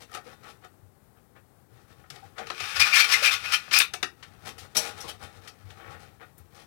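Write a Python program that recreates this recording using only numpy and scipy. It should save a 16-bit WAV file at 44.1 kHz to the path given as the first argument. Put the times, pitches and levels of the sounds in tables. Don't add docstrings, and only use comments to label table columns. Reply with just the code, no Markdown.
import sys
import numpy as np
from scipy import signal
from scipy.fft import rfft, irfft
from scipy.io import wavfile
from scipy.ndimage import uniform_filter1d

SR = 44100
rng = np.random.default_rng(int(sys.argv[2]) if len(sys.argv) > 2 else 0)


def wav_record(signal):
    frames = np.transpose(np.atleast_2d(signal))
    bounded = np.clip(frames, -1, 1)
    quanta = np.round(bounded * 32767).astype(np.int16)
    wavfile.write(sys.argv[1], SR, quanta)


N = 293706
TIME = np.arange(N) / SR
HZ = np.fft.rfftfreq(8192, 1 / SR)

# (frequency [Hz], level [dB])
RASP_TONE = [(40, -47.5), (200, -22), (600, -12.5), (950, -10.5), (1300, 2.5), (2000, -0.5), (2500, 3),
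             (3300, -1.5), (5500, -4), (6800, -13), (10000, -16), (16000, -26)]
# (frequency [Hz], level [dB])
SWISH_TONE = [(40, -11.5), (130, -2.5), (600, -3), (1200, -7.5), (2500, -9), (4000, -7), (5700, -11),
              (7000, -14.5), (10000, -16), (16000, -30)]
# (time [s], level [dB])
HAUL = [(2.46, -53.5), (2.56, -47), (2.63, -36.5), (2.74, -35.5), (2.82, -32.5), (3.3, -32.5),
        (3.41, -43.5), (3.5, -35), (3.62, -49), (3.83, -52)]


def drag():
    pull_db = np.interp(TIME, *np.transpose(HAUL), left=-120, right=-120)
    force = slips(N, per_s=1800, spread_db=3) * amp(pull_db - 0.5 + 1.4 * wander(N, hz=60))
    fibres = rng.standard_normal(N) * amp(pull_db - 14)
    rasp = signal.oaconvolve(force, shell(RASP_TONE))
    hiss = signal.oaconvolve(fibres, shell(SWISH_TONE, tilt_db=4.5))
    return (rasp + hiss)[:N]


def jerks():
    # (start [s], length [s], level [dB], pitch of the contact [Hz])
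    snatches = [(2.755, 0.022, -27, 5000), (2.792, 0.035, -18.5, 4960), (2.84, 0.049, -28, 5300),
                (2.924, 0.072, -19.5, 2250), (2.978, 0.041, -19.5, 4380), (3.041, 0.0077, -22, 5350),
                (3.084, 0.029, -26.5, 5300), (3.108, 0.041, -19.5, 5310), (3.218, 0.069, -20, 2460),
                (3.305, 0.044, -24, 3620), (3.435, 0.034, -32, 2590), (3.515, 0.039, -22, 3060),
                (3.717, 0.073, -21, 4880), (3.795, 0.029, -23, 3680)]
    out = np.zeros(N)
    for start, length, db, hz in snatches:
        size = int(length * SR)
        catching = amp(1.2 * wander(size, hz=303))
        tilt_db = 0.62 + 0.27 * (db + 25) + 1.32 * (start - HAUL[0][0])
        ring = shell(RASP_TONE, tilt_db, contact(hz, width_hz=370, lift_db=8))
        strands = slips(size, per_s=3600, spread_db=2)
        add(out, start, stroke(unit(catching * strands), ring, db, taper=0.54))
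    return out


def squeals():
    # (start [s], length [s], rate of slips [Hz], level [dB])
    whistles = [(2.211, 0.056, 778, -50), (2.803, 0.038, 2445, -16), (2.918, 0.036, 2387, -17),
                (2.993, .032, 2430, -15.5), (3.133, 0.024, 2078, -18), (3.213, .02, 577, -34),
                (3.259, 0.035, 2416, -20.5), (3.538, 0.014, 2443, -23), (3.737, 0.0081, 2460, -16.5),
                (3.764, 0.016, 2462, -18), (3.801, 0.0059, 2400, -12.5)]
    out = np.zeros(N)
    for start, length, hz, db in whistles:
        size = int(length * SR)
        phase = 2 * np.pi * np.cumsum(hz * (1 + 0.043 * wander(size, hz=501))) / SR
        whistle = np.sin(phase) + amp(-15) * np.sin(2 * phase)
        add(out, start, amp(db) * unit(whistle) * np.hanning(size))
    return out


def slips(size, per_s, spread_db):
    sizes = amp(spread_db * np.minimum(rng.exponential(1, size), 3)) * rng.choice([-1, 1], size)
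    return unit(sizes * (rng.random(size) < per_s / SR))


def stroke(force, ring, db, taper):
    swell = signal.windows.tukey(len(force), np.clip(taper, 0, 1))
    return amp(db) * signal.fftconvolve(force * swell, ring)


def contact(hz, width_hz, lift_db):
    return lift_db / (1 + (2 * (HZ - hz) / width_hz) ** 2)


def shell(tone, tilt_db=0, contact_db=0, ringing=1):
    # (frequency [Hz], width [Hz], boost at full ringing [dB])
    resonances = [(470.4, 28, 8), (540, 15, 6), (813, 59, 10.5), (1116, 11.7, 13.5), (1222, 22, 9.5),
                  (1343, 16, -2.5), (1438, 24, 9.5), (1745, 51, 5.5), (1970, 7, 8), (2072, 78, 5),
                  (2200, 30, 6), (2480, 164, 6), (2760, 30, 2), (3076, 30, -1), (3128, 35, 5.5),
                  (3646, 40, 4.5), (3640, 26, 8), (4070, 72, 3.5), (4944, 27, 5), (5290, 36, 6),
                  (5880, 96, 5)]
    peaks = sum((amp(ringing * db) ** 2 - 1) / (1 + (2 * (HZ - hz) / width) ** 2)
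                for hz, width, db in resonances)
    peaks_db = 10 * np.log10(np.maximum(1 + peaks, .1))
    octaves = np.log2(np.maximum(HZ, 500) / 500)
    return response(read(tone, HZ) + peaks_db + tilt_db * octaves + contact_db)


def taps():
    # (time [s], level [dB], brightness [dB per octave], time to fade by 60 dB [s], bowl knock [dB])
    hits = [(.094, -57, 4, .044, 7), (.114, -49, 11, .025, 9), (.147, -36.5, 5, 0.02, 3.5),
            (.17, -41, -1, .041, 6), (.645, -49, 10, 0.022, 10), (2.039, -55, -11, 0.073, 4),
            (2.101, -42, 3.5, 0.024, -11), (2.159, -48.5, 3, 0.023, 0.5), (2.379, -39.5, 0, 0.084, -2.5),
            (2.468, -42, 2, 0.031, -1), (2.501, -31.5, -2.5, 0.02, -3.5), (2.601, -33.5, 1.5, 0.054, -6),
            (2.958, -24, 4, 0.023, -33), (3.677, -47, -6, .045, -3), (3.71, -30.5, 0.5, 0.1, -24),
            (3.7864, -18.5, 12.5, 0.015, -27), (3.802, -24, 0.5, 0.053, -16), (3.936, -31, 4, 0.026, -5.5),
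            (4.0275, -24.5, 0, 0.026, -9.5), (4.226, -44.5, -1, .06, -13), (4.579, -45.5, 6.5, 0.2, -6),
            (4.755, -35, 4, 0.059, -5), (5.474, -43.5, 4.5, 0.058, -6.5), (5.702, -50.5, 1, 0.056, -16),
            (6.215, -55, -3.5, 0.045, 3.5), (6.378, -48, 23.5, 0.039, -28.5)]
    # (frequency [Hz], level [dB])
    tick_tone = [(40, -37.5), (200, -12), (400, -12), (750, -11), (1000, -3.5), (1400, 1.5), (3000, 1),
                 (5500, -6), (7000, -12), (11000, -20), (16000, -32.5)]
    rise_s = 0.0032
    out, t = np.zeros(N), TIME[:SR // 12]
    for start, db, tilt_db, fade_s, knock_db in hits:
        blow = rng.choice([-1., 1.], len(t)) * (1 - np.exp(-t / rise_s)) * amp(-60 * t / fade_s)
        ring = signal.fftconvolve(blow / np.linalg.norm(blow), shell(tick_tone, tilt_db, ringing=.2))
        add(ring, .002, amp(knock_db) * bowl(uneven_db=2, damping=1.4))
        tap = amp(db) * ring / np.std(ring[:SR // 100])
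        add(out, start, room(tap, early_db=1.5, early_fade_s=0.039, late_db=-6.5))
    return out


def bowl(damping, uneven_db=0):
    # (frequency [Hz], level [dB], time to fade by 60 dB before damping [s])
    tones = [(364, -11.5, 0.18), (444.5, -8, 0.15), (595, -11.5, .06), (725.8, -5, 0.15),
             (805.6, -7.5, 0.13), (1211, -5.5, 0.13), (1317, 2, 0.061), (1862, -4, 0.09), (2268, -8, 0.048),
             (3092, -7.5, 0.028)]
    t = TIME[:len(HZ)]
    place_db = uneven_db * rng.standard_normal(len(tones))
    ring = np.zeros(len(t))
    for k, (hz, db, fade_s) in enumerate(tones):
        fade = amp(db + place_db[k] - 60 * damping * t / fade_s)
        ring += (-1) ** k * fade * np.sin(2 * np.pi * hz * t)
    return ring / np.linalg.norm(ring)


def scuffs():
    # (start [s], length [s], level [dB], brightness [dB per octave], pitch of the contact [Hz])
    brushes = [(0.138, 0.025, -48.5, 0, 1230), (.255, 0.041, -51.5, -9, 495),
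               (2.385, 0.033, -42.5, -4, 750), (4.747, 0.053, -33.5, 2.5, 628), (4.767, .011, -19, 6, 5650),
               (4.797, 0.087, -40, 2.5, 2290), (5.002, 0.018, -41, 5.5, 5630),
               (5.03, 0.043, -44, -0.5, 1106), (5.075, 0.03, -40, 3.5, 3160)]
    out = np.zeros(N)
    for start, length, db, tilt_db, hz in brushes:
        ring = shell(SWISH_TONE, tilt_db, contact(hz, width_hz=0.15 * hz, lift_db=12))
        force = slips(int(length * SR), per_s=4000, spread_db=5.5)
        add(out, start, stroke(force, ring, db, taper=0.23))
    return out


def fingers(pressure):
    # (start [s], length [s], level [dB], crackle relative to that level [dB])
    rubs = [(0, 0.056, -54, 9), (0.124, 0.074, -44.5, 2), (0.236, 0.15, -52.5, 0), (0.423, .1, -45, -5.5),
            (0.476, 0.068, -57.5, 7.5), (0.633, 0.04, -50, -9), (1.157, 0.054, -63, -12),
            (1.349, 0.055, -51.5, -11), (1.723, 0.053, -77, -3), (2.1, 0.15, -56.5, 2),
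            (2.357, 0.15, -41.5, -12), (4.45, 0.08, -42, 4.5), (4.797, 0.18, -42.5, 5.5),
            (4.961, 0.097, -44.5, 0), (5.07, 0.055, -42, -5), (5.186, 0.18, -53, -2.5),
            (5.411, 0.12, -54.5, -2), (5.68, 0.13, -60, -8), (5.763, 0.3, -47, -21), (5.993, 0.078, -64, 8),
            (6.196, 0.067, -47.5, -14.5), (6.526, 0.15, -56, 6.5)]
    # (frequency [Hz], level [dB])
    skin_tone = [(40, -22), (150, -9), (400, -2.5), (750, -2), (1000, -6.5), (1500, -0.5), (2400, -7.5),
                 (4000, -16), (5800, -37), (7000, -61), (16000, -24)]
    rub, fibres = pressure.copy(), amp(-1.5) * pressure
    for start, length, db, crackle_db in rubs:
        swell = np.sin(np.pi * np.linspace(0, 1, int(length * SR)) ** 0.56) ** 2
        add(rub, start, amp(db) * swell)
        add(fibres, start, amp(db + crackle_db) * swell)
    dull = signal.oaconvolve(rub * slips(N, per_s=1200, spread_db=5), shell(skin_tone))
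    hollow = signal.oaconvolve(rub * slips(N, per_s=1200, spread_db=4), bowl(damping=1.4))
    crackle = signal.oaconvolve(fibres * slips(N, per_s=1000, spread_db=4), shell(SWISH_TONE, tilt_db=1))
    return (amp(-5) * dull + amp(-8.5) * hollow + amp(-5) * crackle)[:N]


def grip():
    # (start [s], end [s], level [dB])
    spells = [(0, 0.718, -68), (1.693, 4.484, -64), (4.41, 6.11, -59.5), (6.134, 6.664, -68.5)]
    held = sum(amp(db) * ((TIME >= start) & (TIME < end)) for start, end, db in spells)
    return uniform_filter1d(held, size=2000) * amp(4 * wander(N, hz=16))


def bumps():
    # (time [s], level [dB], pitch [Hz])
    thuds = [(0.819, -49.5, 98), (1.699, -53.5, 109), (2.098, -49.5, 130), (2.77, -40.5, 96.7),
             (4.747, -47.5, 129), (4.75, -44.5, 213), (5.222, -48, 85.3), (5.631, -43, 94.5),
             (5.861, -46.5, 90), (6.389, -50.5, 90.05)]
    out, t = np.zeros(N), TIME[:SR // 3]
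    rise_s = 0.029
    swell = (t / rise_s * np.exp(1 - t / rise_s)) ** 2
    for start, db, hz in thuds:
        cycles = np.cumsum(hz * (1 + .1 * wander(len(t), hz=38.4))) / SR
        add(out, start, amp(db - 1) * swell * np.sin(2 * np.pi * cycles))
    return out


def desk(pressure):
    pitch_hz, width_hz = 95, 27
    off_pitch = (HZ ** 2 - pitch_hz ** 2) / (width_hz * (HZ + 1))
    ring = response(-10 * np.log10(1 + off_pitch ** 2))
    return amp(-1.5) * signal.oaconvolve(pressure * rng.standard_normal(N), ring)[:N]


def room(sound, early_db, early_fade_s, late_db):
    # (frequency [Hz], time to fade by 60 dB [s])
    fade_times = [(250, 0.37), (700, 0.16), (1700, 0.19), (4600, 0.16), (12000, 0.15)]
    age = TIME[:SR // 2]
    early, late = rng.choice([-1., 1.], (2, len(age))) * (rng.random((2, len(age))) < 4000 / SR)
    early = early * amp(-60 * age / early_fade_s)
    hz, t, bands = signal.stft(late * (age > .008), SR, nperseg=256)
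    fades = amp(-60 * t / read(fade_times, hz)[:, None])
    late = signal.istft(bands * fades, SR, nperseg=256)[1][:len(age)]
    echoes = (age == 0) + amp(early_db) * early / np.linalg.norm(early)
    echoes += amp(late_db) * late / np.linalg.norm(late)
    power = uniform_filter1d(abs(rfft(echoes, 2 * len(HZ) - 2)) ** 2, size=15)
    echoes = signal.fftconvolve(echoes, response(-10 * np.log10(power)))
    return signal.oaconvolve(sound, echoes / np.linalg.norm(echoes))[:N]


def room_tone():
    # (frequency [Hz], level [dB])
    hush_tone = [(25, -28), (50, 1.5), (120, 5.5), (280, -4.5), (400, -4), (670, -10.5), (790, -6),
                 (920, -12.5), (1200, -13), (1900, -18.5), (2500, -25), (6200, -28), (8000, -25),
                 (15500, -24)]
    noise = rng.standard_normal(N + len(HZ) - 1)
    hush = signal.oaconvolve(noise, response(read(hush_tone, HZ)), "valid")
    return amp(-61.5 + .7 * wander(N, hz=14)) * hush


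def amp(db):
    return 10 ** (np.asarray(db) / 20)


def unit(x):
    return x / np.sqrt(np.mean(x ** 2) + 1e-20)


def read(points, hz):
    f, value = np.transpose(points)
    return np.interp(np.log(hz + 1), np.log(f + 1), value)


def add(mix, start, sound):
    part = mix[max(round(start * SR), 0):][:len(sound)]
    part += sound[:len(part)]


def wander(size, hz):
    f = np.fft.rfftfreq(size, 1 / SR)
    return unit(irfft(rfft(rng.standard_normal(size)) * np.exp(-(f / hz) ** 2), size))


def response(db):
    log_gain = np.log(amp(np.r_[db, db[-2:0:-1]]))
    ring = np.fft.ifft(np.exp(np.conj(signal.hilbert(log_gain)))).real[:len(HZ)]
    return ring / np.linalg.norm(ring)


def scene():
    pressure = grip()
    friction = drag() + jerks() + scuffs() + fingers(pressure)
    friction = room(friction, early_db=0.5, early_fade_s=0.068, late_db=-5)
    whistle = room(squeals(), early_db=-1, early_fade_s=0.026, late_db=-10.5)
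    left = friction + taps() + whistle + bumps() + desk(pressure) + room_tone()
    return np.array([2 * left, np.zeros(N)])


def record(dry):
    thinned = signal.sosfilt(signal.butter(3, 38, "high", fs=SR, output="sos"), dry)
    clipped = np.clip(thinned, -.93, .93)
    low_pass = signal.firwin(511, 15950, window=("kaiser", 9), fs=SR)
    return signal.oaconvolve(clipped, low_pass[None], "same", axes=1)


dry = scene()
out = record(dry)
wav_record(out)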